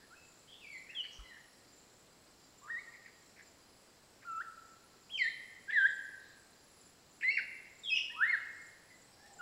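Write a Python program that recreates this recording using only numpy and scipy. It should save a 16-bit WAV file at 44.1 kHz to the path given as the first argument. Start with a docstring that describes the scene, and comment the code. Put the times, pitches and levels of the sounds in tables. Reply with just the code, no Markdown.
"""Birds and crickets in a still, dry forest.

Birds trade loud slurred whistles and chirps (a gliding syrinx tone) and short rough notes that
echo among the trunks. Behind them bush crickets zip, tick and buzz in the treble by scraping
their wings, far crickets trill and the air rustles faintly. One soft low bump reaches the
microphone; near the end come a tiny click and a faint hum."""
import sys
import numpy as np
from scipy import signal
from scipy.fft import rfft, irfft, next_fast_len
from scipy.io import wavfile
from scipy.ndimage import uniform_filter1d, map_coordinates

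SR = 44100
rng = np.random.default_rng(int(sys.argv[2]) if len(sys.argv) > 2 else 0)


def dump_mix(stems):
    """Bounce the given channels to the path in sys.argv[1] as a 16-bit WAV at rate SR."""
    frames = np.atleast_2d(stems).T  # one column per channel
    limited = np.clip(frames, -1, 1)  # hard clip at full scale
    pcm = np.round(limited * 32767).astype(np.int16)
    wavfile.write(sys.argv[1], SR, pcm)


N = 414981


def from_db(db):
    return 10 ** (np.asarray(db) / 20)


def unit_rms(x):
    return x / np.sqrt(np.mean(x ** 2) + 1e-20)


def phase_of(hz):
    return 2 * np.pi * np.cumsum(hz) / SR


def add(out, start_s, sound):
    at = int(np.clip(round(start_s * SR), 0, N))
    out[at:at + len(sound)] += sound[:N - at]


def colour(x, points):
    """Filter by a curve of freq_hz, gain_db."""
    hz, db = np.transpose(points)
    bins_hz = np.maximum(np.fft.rfftfreq(len(x), 1 / SR), 1)
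    return irfft(rfft(x) * from_db(np.interp(np.log(bins_hz), np.log(hz), db)), len(x))


def drift(rate_hz, size=N):
    """Interpolated noise, standard deviation about 1."""
    steps = np.arange(size) * rate_hz / SR
    return map_coordinates(rng.standard_normal(int(steps[-1]) + 4), [steps + 1], order=1) * np.sqrt(1.5)


# Beak response to the second harmonic: harmonic_hz, gain_db
BEAK_RESPONSE = [(2400, -28), (3100, -27.5), (3700, -28), (4400, -20), (5450, -14), (6100, -34),
                 (8000, -38)]


def whistle(curve, waver, press_db, flutter_db=2.0, third_db=-25, edge_s=.003):
    """Near-pure gliding syrinx tone; pressing and the beak lift its overtones. Returns start_s, sound."""
    times_s, hz, db = np.transpose(curve)
    times_s = np.maximum.accumulate(times_s) + np.arange(len(times_s)) / SR
    t = np.arange(times_s[0] - edge_s, times_s[-1] + edge_s, 1 / SR)
    glide_hz = uniform_filter1d(np.interp(t, times_s, hz), size=180, mode="nearest")
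    phase = phase_of(glide_hz * (1 + waver * drift(393.6, len(t))))
    edges = np.sin(np.pi / 2 * np.clip(np.minimum(t - t[0], t[-1] - t) / (2 * edge_s), 0, 1))
    level = from_db(np.interp(t, times_s, db) + flutter_db * drift(150, len(t))) * edges
    overtone_gain = from_db(press_db + np.interp(2 * glide_hz, *np.transpose(BEAK_RESPONSE)))
    overtones = overtone_gain * (np.sin(2 * phase) + from_db(third_db) * np.sin(3 * phase))
    return t[0], np.sqrt(2) * level * (np.sin(phase) + overtones)


# Whistle curves: time_s, pitch_hz, relative_db
CLIMB = [(2.615, 975, -68), (2.635, 1176, -60.5), (2.671, 1215, -61), (2.691, 1400, -54.5),
         (2.703, 1820, -42), (2.715, 1883, -45.5), (2.753, 1845, -43), (2.779, 1960, -42.5),
         (2.8, 2270, -51)]
LOW_SCOOP = [(4.245, 1190, -61), (4.255, 1404, -56), (4.271, 1413, -54.5), (4.287, 1367, -42.5),
             (4.305, 1331, -43), (4.385, 1321, -46.5), (4.403, 1384, -40.5), (4.421, 1825, -46.5),
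             (4.428, 1992, -61)]
SWOOP = [(5.096, 2390, -62), (5.108, 3240, -53), (5.12, 3380, -52), (5.156, 3080, -38), (5.172, 3114, -42),
         (5.18, 2520, -41.5), (5.194, 2250, -40), (5.218, 2045, -27), (5.234, 1898, -38),
         (5.256, 1790, -35.5), (5.274, 1889, -33.5), (5.288, 2112, -33.5)]
DEEP_SCOOP = [(5.724, 1715, -35.5), (5.738, 2046, -37), (5.744, 2019, -34), (5.782, 1672, -25.5),
              (5.81, 1556, -29), (5.838, 1565, -29), (5.858, 1632, -25), (5.872, 1930, -33.5)]
RISE = [(7.232, 1712, -38.5), (7.242, 1985, -33), (7.282, 2077, -28.5), (7.308, 2270, -33.5)]
HIGH_FLIP = [(7.311, 2613, -38.5), (7.331, 2799, -48.5), (7.355, 2737, -41.5), (7.367, 2676, -44),
             (7.375, 2140, -28), (7.382, 1580, -39.5)]
HIGH_HOLD = [(7.898, 2772, -44), (7.91, 2533, -36.5), (7.936, 2581, -30), (7.947, 2605, -45)]
ARCH = [(8.115, 942, -68.5), (8.155, 997, -62.5), (8.171, 1238, -53.5), (8.207, 1372, -35),
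        (8.233, 1760, -25.5), (8.259, 1946, -36.5), (8.281, 2100, -34.5), (8.291, 2117, -44),
        (8.299, 2153, -27), (8.317, 2116, -39), (8.343, 1759, -26.5), (8.357, 1545, -32.5)]
# Slurred whistles: curve, press_db, direct_db, echo_db
SLURS = [(CLIMB, -4, 1.3, 0.71), (LOW_SCOOP, -1.5, 0.7, 0), (SWOOP, 2.7, -0.26, -0.84),
         (DEEP_SCOOP, 1, -1.1, -1.1), (RISE, -3, -.5, -0.9), (HIGH_FLIP, -8, 1, 1),
         (HIGH_HOLD, 1.1, 0.53, 1), (ARCH, -7, -0.83, -.5)]


def bird_slurs(waver=.005):
    """Long whistles; the way the bird faces splits each into direct sound and echo send."""
    direct, send = np.zeros((2, N))
    for curve, press_db, direct_db, echo_db in SLURS:
        start_s, sound = whistle(curve, waver, press_db)
        add(direct, start_s, from_db(direct_db) * sound)
        add(send, start_s, from_db(echo_db) * sound)
    return np.array([direct, send])


# Chirps: start_s, length_s, start_hz, middle_hz, end_hz, relative_db, peak_fraction, press_db,
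# distance (-1 closest, 1 far)
CHIRPS = [(0.105, 0.048, 1356, 1420, 1800, -55, 0.7, -5, 0.27),
          (0.15, 0.093, 2500, 2610, 2580, -64.5, 0.2, -1, 1),
          (0.476, 0.073, 2950, 3340, 3410, -60.5, 0.1, 3, 1),
          (0.61, 0.083, 2850, 2375, 2220, -52.5, 0.7, -8, 1),
          (0.692, 0.087, 2390, 2190, 1934, -46, 0.87, -3.5, 1),
          (.89, 0.028, 2440, 2650, 2850, -49.5, 0.5, -7, 0.37),
          (0.95, 0.07, 3410, 3120, 2820, -40.5, 0.8, -5, -0.32),
          (1.231, 0.057, 1980, 2047, 2040, -57.5, 0.6, 9.5, 0.88),
          (1.287, 0.0543, 2003, 1875, 1660, -53.5, 0.65, -8, 1),
          (5.68, 0.034, 1595, 1663, 1920, -37, 0.8, 0, 0.47),
          (7.384, .02, 2666, 1514, 2070, -36.5, 0, -1, -0.38),
          (7.836, 0.0646, 3690, 3273, 3310, -40, 0.9, -7, 0.5),
          (7.967, 0.019, 2684, 2820, 1890, -33.5, 0.36, 1, 0.42),
          (8.1, 0.039, 1700, 1880, 1920, -50, 0, -9, 0),
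          (8.901, 0.035, 2094, 1997, 2070, -59.5, 0.4, -3, 1),
          (9.172, 0.12, 1600, 1740, 1870, -64, 0.6, -4, 1),
          (9.391, 0.038, 1510, 1400, 1400, -43, 0.9, 7, 0.2)]


def bird_chirps(rise_db=10, fall_db=14, near_waver=.005, far_waver=.017):
    """Short whistles on a parabola of pitch; far birds waver more and are mostly echo."""
    direct, send = np.zeros((2, N))
    u = np.linspace(0, 1, 20)
    for start_s, length_s, *pitches_hz, db, peak_fraction, press_db, distance in CHIRPS:
        hz = np.polyval(np.polyfit([0, .5, 1], pitches_hz, 2), u)
        top = np.clip(peak_fraction, .05, .95)
        drop_db = np.where(u < top, rise_db * (1 - u / top) ** 2, fall_db * ((u - top) / (1 - top)) ** 2)
        curve = np.transpose([start_s + length_s * u, hz, db - drop_db])
        waver = near_waver * (far_waver / near_waver) ** distance
        onset_s, sound = whistle(curve, waver, press_db)
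        add(direct, onset_s, from_db(-3.5 * distance) * sound)
        add(send, onset_s, from_db(3 * distance - .5) * sound)
    return np.array([direct, send])


def rough_tone(length_s, hz, scatter_hz, jitter_rate_hz=900, rough_db=4, second_db=-22):
    """Band-passed swell whose pitch and strength jump about."""
    size = int(length_s * SR)
    phase = phase_of(hz + scatter_hz * drift(jitter_rate_hz, size))
    tone = np.sin(phase) * from_db(rough_db * drift(500, size))
    edge_ratio = 1 + 2.9 * scatter_hz / hz
    band = signal.butter(2, [hz / edge_ratio, hz * edge_ratio], "band", fs=SR, output="sos")
    tone = unit_rms(signal.sosfilt(band, tone)) + from_db(second_db) * np.sin(2 * phase)
    return tone * np.sin(np.linspace(0, np.pi, size))


# Short rough bands: middle_s, length_s, pitch_hz, scatter_hz, level_db
ROUGH_BANDS = [(0.024, 0.058, 1675, 149, -64.5), (0.546, 0.15, 3290, 254, -62.5),
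               (0.935, 0.13, 1910, 175, -58), (1.05, 0.035, 2250, 390, -50.5),
               (1.039, 0.025, 4400, 200, -63.5), (1.141, 0.077, 5720, 600, -63.5),
               (1.199, 0.036, 1334, 148, -62.5), (1.371, 0.11, 1854, 119, -59),
               (2.682, 0.024, 1542, 200, -56), (2.947, 0.061, 2080, 172.4, -57.5),
               (3.067, 0.057, 2110, 259, -58), (3.397, 0.086, 1876, 260, -58.5),
               (4.236, 0.041, 1875, 450, -60), (5.716, 0.042, 2220, 500, -48),
               (6.271, 0.22, 3940, 280, -74), (7.228, .044, 2150, 378, -42.5), (7.982, .08, 5520, 260, -54),
               (7.967, .06, 2844, 180, -34.5)]


def rough_bands():
    """Short rough bands of sound: hoarse notes and a whistle's diffuse ring among the trees."""
    out = np.zeros(N)
    for middle_s, length_s, hz, scatter_hz, db in ROUGH_BANDS:
        add(out, middle_s - length_s / 2, from_db(db) * rough_tone(length_s, hz, scatter_hz))
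    return out


def wing_stroke(hz, fall, length_s, scrape=.011):
    """A file runs over the wing's edge and slows, so its tone falls."""
    u = np.linspace(0, 1, int(length_s * SR))
    pitch_hz = hz * (1 + fall * (.5 - u) + scrape * drift(1800, len(u)))
    return np.sin(np.pi * u) * np.sin(phase_of(pitch_hz))


def stridulation(pitch_hz, width_hz, stroke_hz, depth):
    """Swelling burst of wing strokes: a narrow scratchy band along a pitch curve."""
    size, phase = len(pitch_hz), phase_of(pitch_hz)
    band = drift(2 * width_hz, size) * np.sin(phase) + drift(2 * width_hz, size) * np.cos(phase)
    throb = 1 + depth * np.sin(2 * np.pi * stroke_hz * np.arange(size) / SR)
    return unit_rms(band * throb) * np.sin(np.linspace(0, np.pi, size))


def buzz(length_s, hz):
    """Fast wing strokes at a steady pitch."""
    return stridulation(np.full(int(length_s * SR), hz), width_hz=190, stroke_hz=80, depth=.7)


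# Double zips: time_s, relative_db
ZIP_PAIRS = [(.7786, -55.5), (1.78, -56), (2.633, -56.5), (3.473, -56.5), (4.364, -57), (5.237, -53),
             (5.953, -55.5), (6.862, -55.5), (7.8401, -54), (8.665, -55.5), (9.3831, -54)]


def cricket_zips(hz=7270):
    """A near bush cricket makes two wing strokes, the first slightly softer."""
    out = np.zeros(N)
    for time_s, db in ZIP_PAIRS:
        for lead_s, gain_db in ((.0556, -4), (.0051, -3)):
            add(out, time_s - lead_s, from_db(db + gain_db) * wing_stroke(hz, fall=.093, length_s=.0221))
    return out


# Tick phrases: run_start_s, relative_db
TICK_PHRASES = [(-.15, -76.5), (.583, -75), (1.33, -74.5), (5.24, -70.5), (5.936, -70.5), (6.635, -70),
                (7.371, -70.5), (8.116, -71)]


def cricket_ticks(tick_hz=10870, buzz_hz=10520, lead_s=.135, run_s=.27, buzz_s=.17):
    """Another near bush cricket: a lone tick, then a quickening run over a buzz."""
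    out = np.zeros(N)
    gaps_s = .0205 + .022 * .55 ** np.arange(20)
    offsets_s = np.append(-lead_s, np.cumsum(gaps_s) - gaps_s)
    for start_s, db in TICK_PHRASES:
        ticks_s = start_s + offsets_s[offsets_s <= run_s]
        for tick_s in ticks_s[ticks_s >= 0]:
            add(out, tick_s, from_db(db + 3) * wing_stroke(tick_hz, fall=.04, length_s=.017, scrape=.005))
        add(out, start_s + (run_s - buzz_s) / 2, from_db(db - 6.5) * buzz(buzz_s, buzz_hz))
    return out


def bump(start_s=1.187, hz=47, gain_db=-45, length_s=.072, attack_s=.0023):
    """A soft knock rocks the microphone for a few slow cycles."""
    out, t = np.zeros(N), np.arange(int(length_s * SR)) / SR
    envelope = np.cos(np.pi / 2 * t / length_s) ** 2 * (1 - np.exp(-t / attack_s))
    add(out, start_s, from_db(gain_db) * envelope * np.sin(2 * np.pi * hz * t))
    return out


def twig(start_s=9.262, level_db=-57, decay_s=.0025):
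    """One tiny dry click."""
    out, t = np.zeros(N), np.arange(SR // 50) / SR
    band = signal.butter(2, [1200, 7000], "band", fs=SR, output="sos")
    crack = unit_rms(signal.sosfilt(band, rng.standard_normal(len(t))))
    add(out, start_s, from_db(level_db) * crack * np.exp(-t / decay_s))
    return out


# Buzz series: first_s, stop_s, period_s, length_s, pitch_hz, level_db
BUZZ_SERIES = [(5.63, 8.1, .386, .09, 10070, -79), (4.85, 8.9, .768, .08, 10680, -75),
               (3.78, 9.2, 5.12, .28, 10290, -77)]


def paced_buzzes():
    """Far insects, each buzzing at an even pace."""
    out = np.zeros(N)
    for first_s, stop_s, period_s, length_s, hz, db in BUZZ_SERIES:
        for middle_s in np.arange(first_s, stop_s, period_s):
            add(out, middle_s - length_s / 2, from_db(db) * buzz(length_s, hz))
    return out


# Rising lisps: time_s
LISPS_S = [.42, 1.18, 1.58, 2.27, 2.78, 3.28, 3.83, 4.08, 4.5, 5.24, 5.89, 6.45, 7.29, 7.88, 8.62, 9.06,
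           9.31]


def far_lisps(length_s=.3, lead_s=.16, low_hz=7550, top_hz=8200, base_db=-79.5, growth_db_per_s=.8):
    """A far insect's lisps climb as its wings speed up, each louder than the last."""
    out = np.zeros(N)
    climb_hz = low_hz + (top_hz - low_hz) * np.sin(np.linspace(0, np.pi / 2, int(length_s * SR)))
    for time_s in LISPS_S:
        pitch_hz = climb_hz * (1 + .008 * drift(25, len(climb_hz)))
        lisp = stridulation(pitch_hz, width_hz=400, stroke_hz=29, depth=.18)
        add(out, time_s - lead_s, from_db(base_db + growth_db_per_s * time_s) * lisp)
    return out


def stray_buzzes(count=14, hz=10480, spread_hz=140, length_s=.11, level_db=-81, spread_db=2):
    """Other bush crickets buzz at random moments."""
    out = np.zeros(N)
    for start_s in rng.uniform(0, N / SR, count):
        sound = buzz(length_s, rng.normal(hz, spread_hz))
        add(out, start_s, from_db(rng.normal(level_db, spread_db)) * sound)
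    return out


def stray_zips(count=40, hz=7280, spread_hz=260, peak_db=-69, spread_db=3):
    """Bush crickets further off make single wing strokes at random moments."""
    out = np.zeros(N)
    for start_s in rng.uniform(0, N / SR, count):
        stroke = wing_stroke(rng.normal(hz, spread_hz), fall=.093, length_s=.024)
        add(out, start_s, from_db(rng.normal(peak_db, spread_db)) * stroke)
    return out


# Far choirs: pitch_hz, width_hz, level_db, swell_db, stroke_hz, stroke_depth
CHOIRS = [(4180, 154, -77.5, 0.8, 30, 0.5), (4774, 8.6, -79, 1.5, 16.5, 0.07),
          (5000, 240, -78.5, -1.5, 30, 0), (5500, 82, -82.5, -5.5, 44, .1), (7270, 230, -74.5, 3, 56, 0.4),
          (7850, 230, -78.5, 1.8, 32, 0.2), (10620, 210, -83, -1.2, 70, .25)]


def insect_choirs(swell_rate_hz=7, stroke_waver=.017):
    """Many far insects of a kind merge into a narrow band that throbs with their wing strokes."""
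    out, size = np.zeros(N), next_fast_len(N)
    bins_hz = np.fft.rfftfreq(size, 1 / SR)
    for hz, width_hz, db, swell_db, stroke_hz, depth in CHOIRS:
        bell = np.exp(-((bins_hz - hz) / width_hz / 2) ** 2)
        band = irfft(rfft(rng.standard_normal(size)) * bell, size)[:N]
        throb = 1 + depth * np.sin(phase_of(stroke_hz * (1 + stroke_waver * drift(3))))
        swell = from_db(swell_db * drift(swell_rate_hz))
        out += from_db(db) * unit_rms(band * throb * swell)
    return out


# Low hum: start_s, length_s, pitch_hz, scatter_hz, level_db
FAR_HUM = (9, 1.4, 810.5, 77, -77.5)


def far_hum():
    """A faint narrow band swells near the end."""
    out = np.zeros(N)
    start_s, length_s, hz, scatter_hz, db = FAR_HUM
    add(out, start_s, from_db(db) * rough_tone(length_s, hz, scatter_hz))
    return out


# Rustle spectrum: freq_hz, relative_db
AIR_SPECTRUM = [(20, -6), (50, -2.5), (120, 0), (260, 0), (500, -1), (900, -5), (2000, -9), (3000, -11.5),
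                (5000, -12.5), (6500, -13.5), (8000, -18.5), (9000, -20.5), (12000, -22), (16000, -23)]


def air(level_db=-64.5):
    """Steady faint rustle of air and far foliage."""
    noise = rng.standard_normal(next_fast_len(N))
    return from_db(level_db) * unit_rms(colour(noise, AIR_SPECTRUM)[:N])


# Echo spectrum: freq_hz, gain_db
ECHO_SPECTRUM = [(800, 26), (1500, 2), (2200, 5.5), (3200, 8.5), (4300, 17.5), (8000, 4)]
# Tail decay: freq_hz, t60_s
TAIL_DECAY = [(800, 1.28), (1700, 1.09), (3100, 0.97), (4100, 0.65), (10000, 0.53)]


def forest_echo(x, near_db=-12, near_t60_s=.27, far_db=-18, build_s=.033, trunks_per_s=1500):
    """Near trunks give a spray of echoes, the deeper wood a smooth tail; leaves soak up its treble."""
    t = np.arange(2 * SR) / SR
    trunks = rng.standard_normal(len(t)) * (rng.random(len(t)) < trunks_per_s / SR) * (t > .004)
    near = trunks * np.exp(-np.log(1000) * t / near_t60_s)
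    hz, frames_s, cells = signal.stft(rng.standard_normal(len(t)), SR, nperseg=256)
    t60_s = np.interp(hz, *np.transpose(TAIL_DECAY))
    decay = np.exp(-np.log(1000) * frames_s / t60_s[:, None])
    tail = signal.istft(cells * decay, SR)[1][:len(t)]
    far = tail * (1 - np.exp(-t / build_s))
    echoes = (from_db(near_db) * unit_rms(near) + from_db(far_db) * unit_rms(far)) / np.sqrt(len(t))
    return signal.fftconvolve(x, colour(echoes, ECHO_SPECTRUM)[:3 * SR // 2])[:N]


def scene(whistle_gain_db=1.02):
    """Birds and near insects with their echoes, over far insects and air; mono."""
    direct, send = from_db(whistle_gain_db) * (bird_slurs() + bird_chirps())
    echoing = rough_bands() + cricket_zips() + cricket_ticks() + twig() + far_hum()
    far_insects = paced_buzzes() + far_lisps() + stray_buzzes() + stray_zips() + insect_choirs()
    return (direct + echoing + forest_echo(send + echoing) + far_insects + air() + bump())[None]


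def record(dry, cutoff_hz=15750):
    """Steep low-pass."""
    return signal.sosfilt(signal.ellip(12, .1, 80, cutoff_hz, fs=SR, output="sos"), dry)


dry = scene()
out = record(dry)
dump_mix(out)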